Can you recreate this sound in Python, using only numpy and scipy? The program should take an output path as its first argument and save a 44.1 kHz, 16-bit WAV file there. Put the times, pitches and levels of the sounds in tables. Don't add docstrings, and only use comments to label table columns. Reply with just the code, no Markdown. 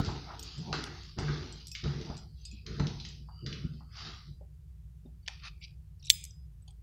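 import sys
import numpy as np
from scipy import signal
from scipy.io import wavfile
from scipy.ndimage import uniform_filter1d

SR = 44100
rng = np.random.default_rng(int(sys.argv[2]) if len(sys.argv) > 2 else 0)


def to_wav(s):
    ch = np.atleast_2d(s).T
    pcm = np.round(np.clip(ch, -1, 1) * 32767)
    wavfile.write(sys.argv[1], SR, pcm.astype(np.int16))


def gain_from_db(level_db):
    decades = np.asarray(level_db, float) / 20
    return 10 ** decades


N = 301070

# start [s], peak level [dB].
SNAP_HITS = [
    (6.0973, -30),
    (6.0993, -25),
    (6.1012, -1),
    (6.1032, -20),
    (6.1044, -19),
    (6.1058, -20),
    (6.1075, -16),
    (6.1092, -19),
]
PATCHY_DB = 2.5
SPREAD_DB = 2.5


def evened(x):
    return x / np.sqrt(np.mean(x ** 2) + 1e-20)


def peaked(x, db):
    return gain_from_db(db) * x / np.max(abs(x))


def read(points, hz):
    f, value = np.transpose(points)
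    return np.interp(np.log(hz + 1), np.log(f + 1), value)


def add(mix, start_s, sound):
    part = mix[max(round(start_s * SR), 0):][:len(sound)]
    part += sound[:len(part)]


def band(x, lo_hz, hi_hz):
    return signal.sosfilt(signal.butter(4, [lo_hz, hi_hz], "band", fs=SR, output="sos"), x)


def resonate(x, hz, width_hz):
    b, a = signal.iirpeak(min(hz, .45 * SR), max(hz / width_hz, .3), SR)
    return signal.lfilter(b, a, x)


def resonate_twice(x, hz, width_hz):
    return resonate(resonate(x, hz, width_hz), hz, width_hz)


def noise(points, patchy_db, size=512):
    frames, hz = 4 * N // size + 5, np.fft.rfftfreq(size, 1 / SR)
    a, b, patches = rng.standard_normal((frames, len(hz), 3)).T
    patches = uniform_filter1d(patches, size=3, axis=0)
    patches = evened(uniform_filter1d(patches, size=30, axis=1))
    z = (a + 1j * b) * gain_from_db(read(points, hz)[:, None] + patchy_db * patches)
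    return evened(signal.istft(z, nperseg=size, noverlap=3 * size // 4)[1][:N])


def swells(rows):
    roundness = 1.7
    rider_lasts = .8
    t = np.arange(0, N + 64, 64) / SR
    s, db, rise_ms, fade_ms, *above_db = np.transpose(rows)[:, :, None]
    curves = []
    for extra_db, lasts in zip((0, *above_db), (1, rider_lasts)):
        before = 1000 * (s - t) / abs(rise_ms)
        after = 1000 * (t - s) / abs(fade_ms * lasts)
        gain = gain_from_db(db + extra_db - 20 * np.maximum(before, after) ** roundness)
        curves.append(np.interp(np.arange(N) / SR, t, np.sqrt((gain ** 2).sum(0))))
    return np.array(curves)


def struck(modes, gains, long=1):
    t = np.arange(SR // 3) / SR
    return sum(g * gain_from_db(db - 60 * t / (t60 * long)) * np.sin(2 * np.pi * hz * t)
               for g, (hz, db, t60) in zip(gains, modes))


def bursts(rows, knock_db, edge_db):
    out, t = np.zeros(N), np.arange(1500) / SR
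    for s, db, hz, above_db, ms in rows:
        knock = above_db if knock_db is None else knock_db
        edge = above_db if edge_db is None else edge_db
        burst = rng.standard_normal(1500) * (1 - np.exp(-t / 0.00005)) * np.exp(-1000 * t / max(ms, .3))
        add(out, s, peaked(band(resonate(burst, hz, 2300) + 0.31 * burst, 1750, 6220), db - 3.0))
        add(out, s, peaked(band(burst, 340, 1580), db + knock - 19.5))
        add(out, s, peaked(band(burst, 6700, 12000), db + edge - 9.0))
    return out


def rumble():
    # frequency [Hz], density [dB per Hz].
    wall_colour = [(12, -72), (27, -24), (41, -13.5), (64, -3.5), (108, -6), (129, -23), (145, -1),
                   (175, -31), (194, -40.5), (293, -51.5), (344, -38), (480, -64), (1060, -120)]
    waver = uniform_filter1d(rng.standard_normal((2, N)), size=2000)
    waver = evened(uniform_filter1d(waver, size=2000))
    hum_hz = 59.9 + 3.9 * waver[1]
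    hum = gain_from_db(1.1 * waver[0]) * np.sin(2 * np.pi * np.cumsum(hum_hz) / SR)
    drone = resonate_twice(rng.standard_normal(N), 163.7, 23)
    walls = noise(wall_colour, 0.8, size=4096)
    return gain_from_db(-52) * evened(hum) + gain_from_db(-65.5) * evened(drone) + gain_from_db(-52.5) * walls


def hall(x):
    # frequency [Hz], t60 [s].
    decay = [(125, 0.92), (500, 0.12), (2000, 0.5), (5000, 0.52), (8000, 0.5), (14000, 0.45)]
    taps = np.zeros(SR)
    at = np.arange(200, SR - 20, 12) + rng.integers(0, 12, (SR - 209) // 12)
    taps[at] = rng.choice([-1., 1.], len(at))
    hz, t, z = signal.stft(taps, SR, nperseg=256)
    tail = signal.istft(z * gain_from_db(-60 * t / read(decay, hz)[:, None]), SR, nperseg=256)[1]
    return signal.fftconvolve(x, tail / np.linalg.norm(tail))[:N]


def streaks():
    # loudest moment [s], level [dB], 20 dB swell [ms], 20 dB fade [ms], pitch [Hz].
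    rubs = [
        (2.59, -63, 93, 65, 2550),
        (2.9, -64, 40, 32, 2500),
        (2.415, -69.5, 49, 38, 6100),
        (3.41, -70, 94, 54, 1270),
        (3.4, -67.5, 128, 120, 2900),
        (3.5, -60.5, 207, 120, 4700),
        (3.3, -75.5, 155, 154, 4650),
        (4.3, -71, 100, 90, 4000),
        (2.9, -72, 60, 60, 2300),
    ]
    width_hz = 220
    rub = rng.standard_normal(N)
    return sum(swells([row])[0] * evened(resonate_twice(rub, hz, width_hz)) for *row, hz in rubs)


def scuffs():
    # frequency [Hz], density [dB per Hz].
    grit_colour = [(1060, -34), (1800, -35), (2430, -7.5), (3380, -4), (4740, -1), (6270, -11.5),
                   (7290, -19), (7890, -28), (10000, -44), (14000, -80)]
    cloth_colour = [(850, -41), (1080, 1.5), (1300, 6), (1700, 2), (2200, 1.5), (2900, -36)]
    drag_colour = [(500, -40), (650, -3), (800, 0), (980, -2), (1250, -35)]
    scrape_colour = [(1120, -48.5), (1900, -25), (2370, 3.5), (3090, -6), (4470, -2), (5860, -8),
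                     (6970, -25.5), (7470, -23.5), (10000, -23), (14000, -78.5)]
    # fastest moment [s], grit level [dB], 20 dB swell [ms], 20 dB fade [ms],
    # cloth rustle above the grit [dB].
    strokes = [(0.02, -50.5, 75, 444, -2), (0.31, -76, 68, 102, 19.5), (0.5, -52, 259, 427, -11.5),
               (0.73, -49, 6, 362, 4.5), (1.05, -57, 297, 222, -13), (1.19, -53, 20.5, 297, 2),
               (1.33, -50.5, 150, 348, -2), (1.62, -58, 239, 148, -17), (1.754, -50, 13, 138, -10),
               (1.842, -52.5, 9.5, 446, 0), (2.13, -59.5, 200, 163, -4), (2.5, -63, 337, 225, -42),
               (2.667, -59, 8, 162, 4.5), (2.76, -56.5, 91, 111, -3), (2.805, -67, 15, 325, 8),
               (3.05, -57.5, 235, 248, -18), (3.468, -57.5, 13, 308, 1.5), (3.74, -66, 127, 219, -9.5),
               (4.01, -49, 102, 294, -4), (4.16, -73.5, 125, 210, 9)]
    # moment [s], level [dB], 20 dB
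    # swell [ms], 20 dB fade [ms].
    drags = [(0.002, -38, 18, 17), (0.1, -52, 82, 190), (0.31, -52, 76, 136), (0.735, -50, 132, 296.5),
             (1.19, -51.5, 19, 403), (1.84, -60, 4, 389), (2.11, -54.5, 66, 148), (2.803, -53, 18, 274),
             (3.29, -68, 13, 87), (3.815, -71, 42, 46), (4.02, -58.5, 75, 207), (5.47, -65.5, 34, 32),
             (0.5, -65, 83, 100)]
    # moment [s], scrape level [dB], 20 dB swell [ms],
    # 20 dB fade [ms], cloth rustle above the scrape [dB].
    slides = [
        (5.288, -47.5, 5, 173, -10.5),
        (5.468, -38.5, 52.5, 34, -5),
        (5.5, -57.5, 17, 123, -5.5),
        (5.648, -38.5, 35.5, 13, -50),
        (5.665, -58, 13, 129, -26),
        (6.075, -58, 70.5, 38, -39),
        (6.13, -54.5, 27, 191, -17.5),
        (6.683, -68, -2, 90, -31),
    ]
    lumps = evened(uniform_filter1d(rng.standard_normal(N), size=200))
    grit, cloth, drag, scrape = (noise(colour, PATCHY_DB)
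                                 for colour in (grit_colour, cloth_colour, drag_colour, scrape_colour))
    soles = (swells(strokes) * [grit, cloth]).sum(0) + swells(drags)[0] * drag
    fingers = (swells(slides) * [scrape, cloth]).sum(0)
    return gain_from_db(1.3 * lumps) * soles + gain_from_db(PATCHY_DB * lumps - 7.5) * fingers


def boards():
    # moment [s], level [dB], 20 dB swell [ms],
    # 20 dB fade [ms], creak of the thinner boards above it [dB].
    weight = [(0.002, -4.5, 16, 9.5, -58), (0.02, -36.5, 22, 335, -6), (0.4, -60.5, 168, 244, 2),
              (0.6, -32, 49, 117, -21), (0.7, -26, 43, 60, -21), (0.75, -39.5, 48, 316.5, -4.5),
              (1.08, -57, 141, 100, -12), (1.19, -27.5, 23, 142, -12.5), (1.31, -36.5, 118, 340, -7),
              (1.858, -21, 21, 51, -17.5), (1.97, -36, 108, 319, -9.5), (2.71, -34.5, 62, 123, -14.5),
              (2.81, -26, 46, 200, -15.5), (3.05, -44.5, 210, 311, -20), (3.46, -33.5, 39, 290, -16),
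              (3.65, -35.5, 68, 68, -44), (3.75, -42.5, 124, 143, -22.5), (4.08, -44, 133, 118, -16.5),
              (4.32, -46, 117, 58, -31), (4.42, -60, 20, 108, -17)]
    # frequency [Hz], width [Hz], level [dB].
    floor_modes = [(68, 20, -9), (95, 25, -8), (142, 28, 0), (200, 35, -8), (270, 60, -13), (345, 40, -11),
                   (425, 70, -15), (530, 90, -31)]
    # start [s], peak level [dB], pitch [Hz], t60 [s].
    thuds = [(0.004, -19, 108, 0.028), (0.081, -19.5, 101, 0.044), (0.593, -36.5, 172, 0.29),
             (0.679, -49, 106, 0.3), (1.177, -20.5, 136, 0.11), (1.287, -23.5, 145, 0.39),
             (1.836, -19.5, 136.6, 0.34), (1.955, -26, 151.5, 0.21), (2.103, -23.5, 164, 0.018),
             (2.529, -40, 206.4, 0.14), (2.799, -15, 170.7, 0.07), (3.204, -38.5, 145, 0.17),
             (3.428, -26, 128.4, 0.37), (3.644, -19, 166.2, 0.11), (4.285, -37, 137.5, 0.17),
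             (5.055, -40, 244, 0.055)]
    load, creak = swells(weight)
    shake = rng.standard_normal(N)
    modes = [gain_from_db(db) * resonate_twice(shake, hz, width_hz) / np.sqrt(width_hz)
             for hz, width_hz, db in floor_modes]
    out = gain_from_db(-7.0) * evened(sum(modes[:4])) * load + evened(sum(modes[4:])) * creak
    t = np.arange(SR // 2) / SR
    for s, db, hz, t60 in thuds:
        blow = (1 - np.exp(-t / 0.0079)) * gain_from_db(-60 * t / t60)
        tone = np.sin(2 * np.pi * hz * t)
        tone += 0.38 * np.sin(2 * np.pi * 1.45 * hz * t) * gain_from_db(-150 * t)
        tone += 0.13 * np.sin(2 * np.pi * 345 * t) + 0.58 * np.sin(2 * np.pi * 68 * t)
        add(out, s - .004, peaked(blow * tone, db - 4.5))
    return band(out, 30, 730)


def cracks():
    # start [s], peak level [dB], centre [Hz], woody knock above it [dB], length [ms].
    crack_rows = [(0.0476, -30.5, 5150, -10, 5), (0.061, -34, 4260, -4, 9.1), (0.728, -20, 3800, 12.5, 2.3),
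                  (0.7389, -30.5, 2950, 16.5, 4.2), (0.747, -36.5, 4800, 16, 5),
                  (0.7542, -36, 4500, 14, 4.3), (1.1869, -26.5, 5300, 12.5, 1.3),
                  (1.7508, -27, 2600, -37, 5.9), (1.8396, -32.5, 3930, -28, 5),
                  (2.0113, -35, 3370, -5, 7.3), (2.1016, -43, 4950, 15, 1.7),
                  (2.6644, -31.5, 4320, -35, 3.7), (2.797, -32, 4120, 22, 6.2),
                  (2.8691, -24.5, 4150, -46, 3.5), (2.9995, -33, 4060, -37, 4.6),
                  (3.05, -32, 4740, -48, 4.4), (3.463, -25.5, 4160, -35, 4.8), (3.527, -29, 3120, -34, 4.5)]
    return bursts(crack_rows, None, -52)


def knocks():
    # start [s], peak level [dB], centre [Hz].
    knock_rows = [
        (0.304, -41, 1150),
        (1.282, -32.5, 1440),
        (0.082, -37, 935),
        (2.101, -39.5, 610),
        (3.287, -47, 940),
        (3.807, -51, 1046),
        (4.407, -48, 530),
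        (5.055, -56.5, 510),
        (5.279, -48, 805),
        (6.678, -61.5, 774),
    ]
    out, t = np.zeros(N), np.arange(1500) / SR
    for s, db, hz in knock_rows:
        burst = rng.standard_normal(1500) * np.exp(-t / 0.013)
        add(out, s, peaked(resonate_twice(burst, hz, 0.52 * hz), db - 0.5))
    return out


def clicks():
    # start [s], peak level [dB], centre [Hz], sharp edge above it [dB], length [ms].
    click_rows = [
        (0.84, -23, 4170, -6.5, 0.63),
        (5.2617, -43, 3140, -13, 18),
        (5.278, -23.5, 3070, -19, 2.2),
        (5.2824, -17, 2130, -21, 1.02),
        (6.238, -39.5, 6200, 4, 3.6),
        (2.4523, -42, 6300, -12, 1.7),
        (6.2508, -40, 6000, 8, 1.4),
    ]
    return bursts(click_rows, -12, None)


def keys():
    # frequency [Hz], level [dB], t60 [s].
    key_modes = [(2560, -12, .12), (3560, -16, .1), (5005, -1, .16), (5780, -4, .2), (6720, -6, .07),
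                 (7500, -5, .08), (8050, -8, .08), (10600, -3, .12), (12000, -6, .08), (12680, -4, .12),
                 (13700, -1, .15), (14600, -8, .1)]
    # start [s],
    # peak level [dB], loudest mode [Hz], other modes [dB], ring length [factor].
    ticks = [
        (0.5794, -41, 3970, 13, 1),
        (1.0345, -42, 2630, -29, 0.31),
        (1.1964, -37.5, 4880, 11, 0.8),
        (1.525, -33.5, 5780, -15, 0.82),
        (2.0594, -45.5, 5000, 13, 0.6),
        (2.1685, -37.5, 5740, -19, 0.098),
        (2.177, -39, 4230, 6, 1),
        (2.5132, -40.5, 7100, -10, 0.9),
        (3.0883, -38.5, 4930, 1, 0.51),
    ]
    jingles = [(0.394, -30, 5550, -5, 0.47), (0.428, -30.5, 6960, -11, 0.22),
               (0.4332, -35, 6600, -14, 0.15), (1.6697, -33, 5620, -9, 0.31), (1.6816, -37.5, 5760, 5, 1),
               (1.716, -30, 5430, 0, 1), (2.383, -58, 4970, 2, 0.71), (2.4523, -32.5, 4650, 5, 1),
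               (5.0564, -54.5, 3660, -17, 0.34), (5.2274, -60.5, 4560, -20, 0.96),
               (6.6224, -50.5, 8050, -32, 0.35), (6.7067, -47.5, 8120, -31, 0.14)]
    out, t = np.zeros(N), np.arange(300) / SR
    upper = np.transpose(key_modes)[0] > 9500
    rows = [(*row, -33) for row in ticks] + [(*row, -14) for row in jingles]
    for s, db, hz, other_db, long, upper_db in rows:
        chance_db = SPREAD_DB * rng.standard_normal(len(key_modes))
        gains = gain_from_db(chance_db + np.where(upper, upper_db, other_db))
        scrape = rng.standard_normal(300) * np.exp(-t / 0.0017)
        modes = struck(key_modes + [(hz, 0, .12)], [*gains, 1], max(long, .1))
        ring = peaked(np.convolve(modes, scrape), 0)
        ring[:300] += peaked(band(scrape, 3000, 8500), 3)
        add(out, s, peaked(band(ring, 2400, 16000), db - 2.5))
    return out


def slips():
    # start [s], peak level [dB], pitch [Hz], length [ms].
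    slip_rows = [(5.6162, -51.5, 2700, 2), (5.607, -55.5, 7600, 4), (5.9961, -58, 5550, 6),
                 (5.999, -62, 4500, 8), (5.997, -64.5, 8200, 3), (6.0257, -51.5, 3670, 3),
                 (6.0268, -51, 5600, 3), (6.027, -59.5, 2700, 4), (6.0377, -51, 3800, 2),
                 (6.0415, -51, 3900, 3), (6.043, -53.5, 5500, 3), (6.0487, -45, 3800, 1.5),
                 (6.048, -48.5, 7400, 4), (6.054, -49, 3800, 1), (6.0563, -42.5, 5690, 2),
                 (6.0576, -46, 7500, 2), (6.0602, -47.5, 3900, 1.5), (6.068, -40.5, 5700, 1.5),
                 (6.0683, -46.5, 7800, 3), (6.0688, -53, 10800, 2), (6.071, -52, 2700, 5),
                 (6.0714, -44, 3870, 2), (6.0742, -44.5, 5800, 2), (6.0793, -47, 3900, 1.5),
                 (6.083, -40, 3800, 2), (6.0967, -26, 7600, 1.5), (6.097, -33.5, 11300, 2),
                 (6.1081, -23, 7600, 1), (6.048, -55.5, 11500, 8.6), (6.058, -55, 9970, 3),
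                 (0.84, -55, 8940, 34), (0.729, -53, 8640, 8.9), (6.1873, -50, 6800, 1),
                 (6.2123, -43, 8200, 1), (6.24, -32, 7730, 2), (6.239, -46, 11700, 6),
                 (6.238, -49, 15700, 3), (6.2515, -51, 11700, 4), (6.2515, -40, 6200, 1.5),
                 (6.3079, -46, 6030, 1.5), (6.679, -52.5, 4377, 4), (6.6776, -51.5, 3305, 8),
                 (6.6785, -54.5, 6568, 4), (6.6787, -53.5, 9300, 3), (6.706, -60, 3300, 3)]
    sharpness = 7
    out, t = np.zeros(N), np.arange(1500) / SR
    for s, db, hz, ms in slip_rows:
        puff = rng.standard_normal(1500) * np.exp(-1000 * t / max(ms, .3))
        add(out, s, peaked(resonate_twice(puff, hz, hz / sharpness), db))
    return out


def clap():
    out, t = np.zeros(N), np.arange(600) / SR
    burst = rng.standard_normal(600) * np.exp(-t / 0.0029)
    add(out, SNAP_HITS[2][0], gain_from_db(-27.5) * band(burst, 2300, 8600) + gain_from_db(-36.5) * band(burst, 7000, 15500))
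    return out


def snap():
    # frequency [Hz], level [dB], t60 [s].
    ring_modes = [(2450, -18, .006), (3600, 4, .005), (4285, -5, .012), (5600, -5, .014), (6400, -5, .018),
                  (7488, -17, .035), (9200, -25, .008), (11280, -19, .008), (12720, -29, .07),
                  (15710, -26, .05)]
    # start [s], frequency [Hz], level [dB], t60 [s].
    swinging = [
        (6.1085, 7500, -24.5, 0.072),
        (6.1085, 12720, -32.5, 0.1),
        (6.12, 15710, -35, 0.12),
        (6.128, 5015, -43, .16),
        (6.128, 5017, -56.5, 0.88),
        (6.135, 10050, -50, 0.11),
        (6.15, 7600, -47, 0.056),
        (6.305, 5017, -76, 0.26),
        (2.5135, 2546, -39.5, 0.037),
    ]
    out, t = np.zeros(N), np.arange(300) / SR
    for s, db in SNAP_HITS:
        gains = gain_from_db(SPREAD_DB / 2 * rng.standard_normal(len(ring_modes)))
        ring = peaked(struck(ring_modes, gains), 0)
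        rattle = rng.standard_normal(300) * np.exp(-t / .002)
        ring[:300] += gain_from_db(-12) * band(rattle, 2200, 10000)
        ring = band(band(ring, 1950, 16600), 1950, 16600)
        add(out, s, peaked(ring, db))
        add(out, s, gain_from_db(db - 35.0) * np.exp(-t / 0.00061))
    onset = 1 - np.exp(-np.arange(SR // 3) / SR / .005)
    for s, *mode in swinging:
        add(out, s, struck([mode], [1]) * onset)
    return out


def scene():
    steps, metal, shut = boards(), keys() + slips(), snap()
    taps, hand = cracks() + knocks(), clicks()
    sent = gain_from_db(-9.5) * steps + gain_from_db(-.5) * taps + gain_from_db(-15) * hand + gain_from_db(-13) * metal + gain_from_db(-29.5) * shut
    wet = hall(sent + clap())
    return (steps + taps + hand + metal + shut + wet + scuffs() + streaks() + rumble())[None]


def low_pass(x):
    return signal.sosfilt(signal.butter(12, 16870, fs=SR, output="sos"), x)


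def record(dry):
    # frequency [Hz], width [Hz], level [dB].
    cavity = [(4880, 600, -10.5), (2990, 67, -10.5), (1204, 200, -13)]
    # frequency [Hz], opening level [dB].
    opening = [(150, -95), (260, -80.5), (1000, -70.5), (3000, -68.5), (4200, -67.5), (4750, -79),
               (5300, -69), (8500, -63.5), (16000, -68)]
    # frequency [Hz], density [dB per Hz].
    hiss_colour = [(240, -16), (400, 0.5), (505, -18), (648, -12), (831, -15.5), (3370, -19), (15000, -22),
                   (16500, -32.5)]
    x = dry[0] + sum(gain_from_db(db) * resonate(dry[0], hz, width_hz) for hz, width_hz, db in cavity)
    hz, t, z = signal.stft(x, SR, nperseg=256, noverlap=192)
    power = uniform_filter1d(abs(z) ** 2, size=12, axis=1, origin=4)
    over_db = 10 * np.log10(abs(power) + 1e-14) - read(opening, hz)[:, None] + 12
    ragged = rng.standard_normal(z.shape[::-1]).T
    over_db += 4.5 * evened(uniform_filter1d(ragged, size=200, axis=1))
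    fall_db = 260 * t
    gain_db = np.clip(7.5 * over_db, -32, 0)
    gain_db = np.maximum.accumulate(gain_db + fall_db, axis=1) - fall_db
    gated = signal.istft(z * gain_from_db(gain_db), SR, nperseg=256, noverlap=192)[1][:N]
    hiss = gain_from_db(-78) * noise(hiss_colour, 0.61)
    return low_pass((gated + hiss)[None])


dry = scene()
out = record(dry)
to_wav(out)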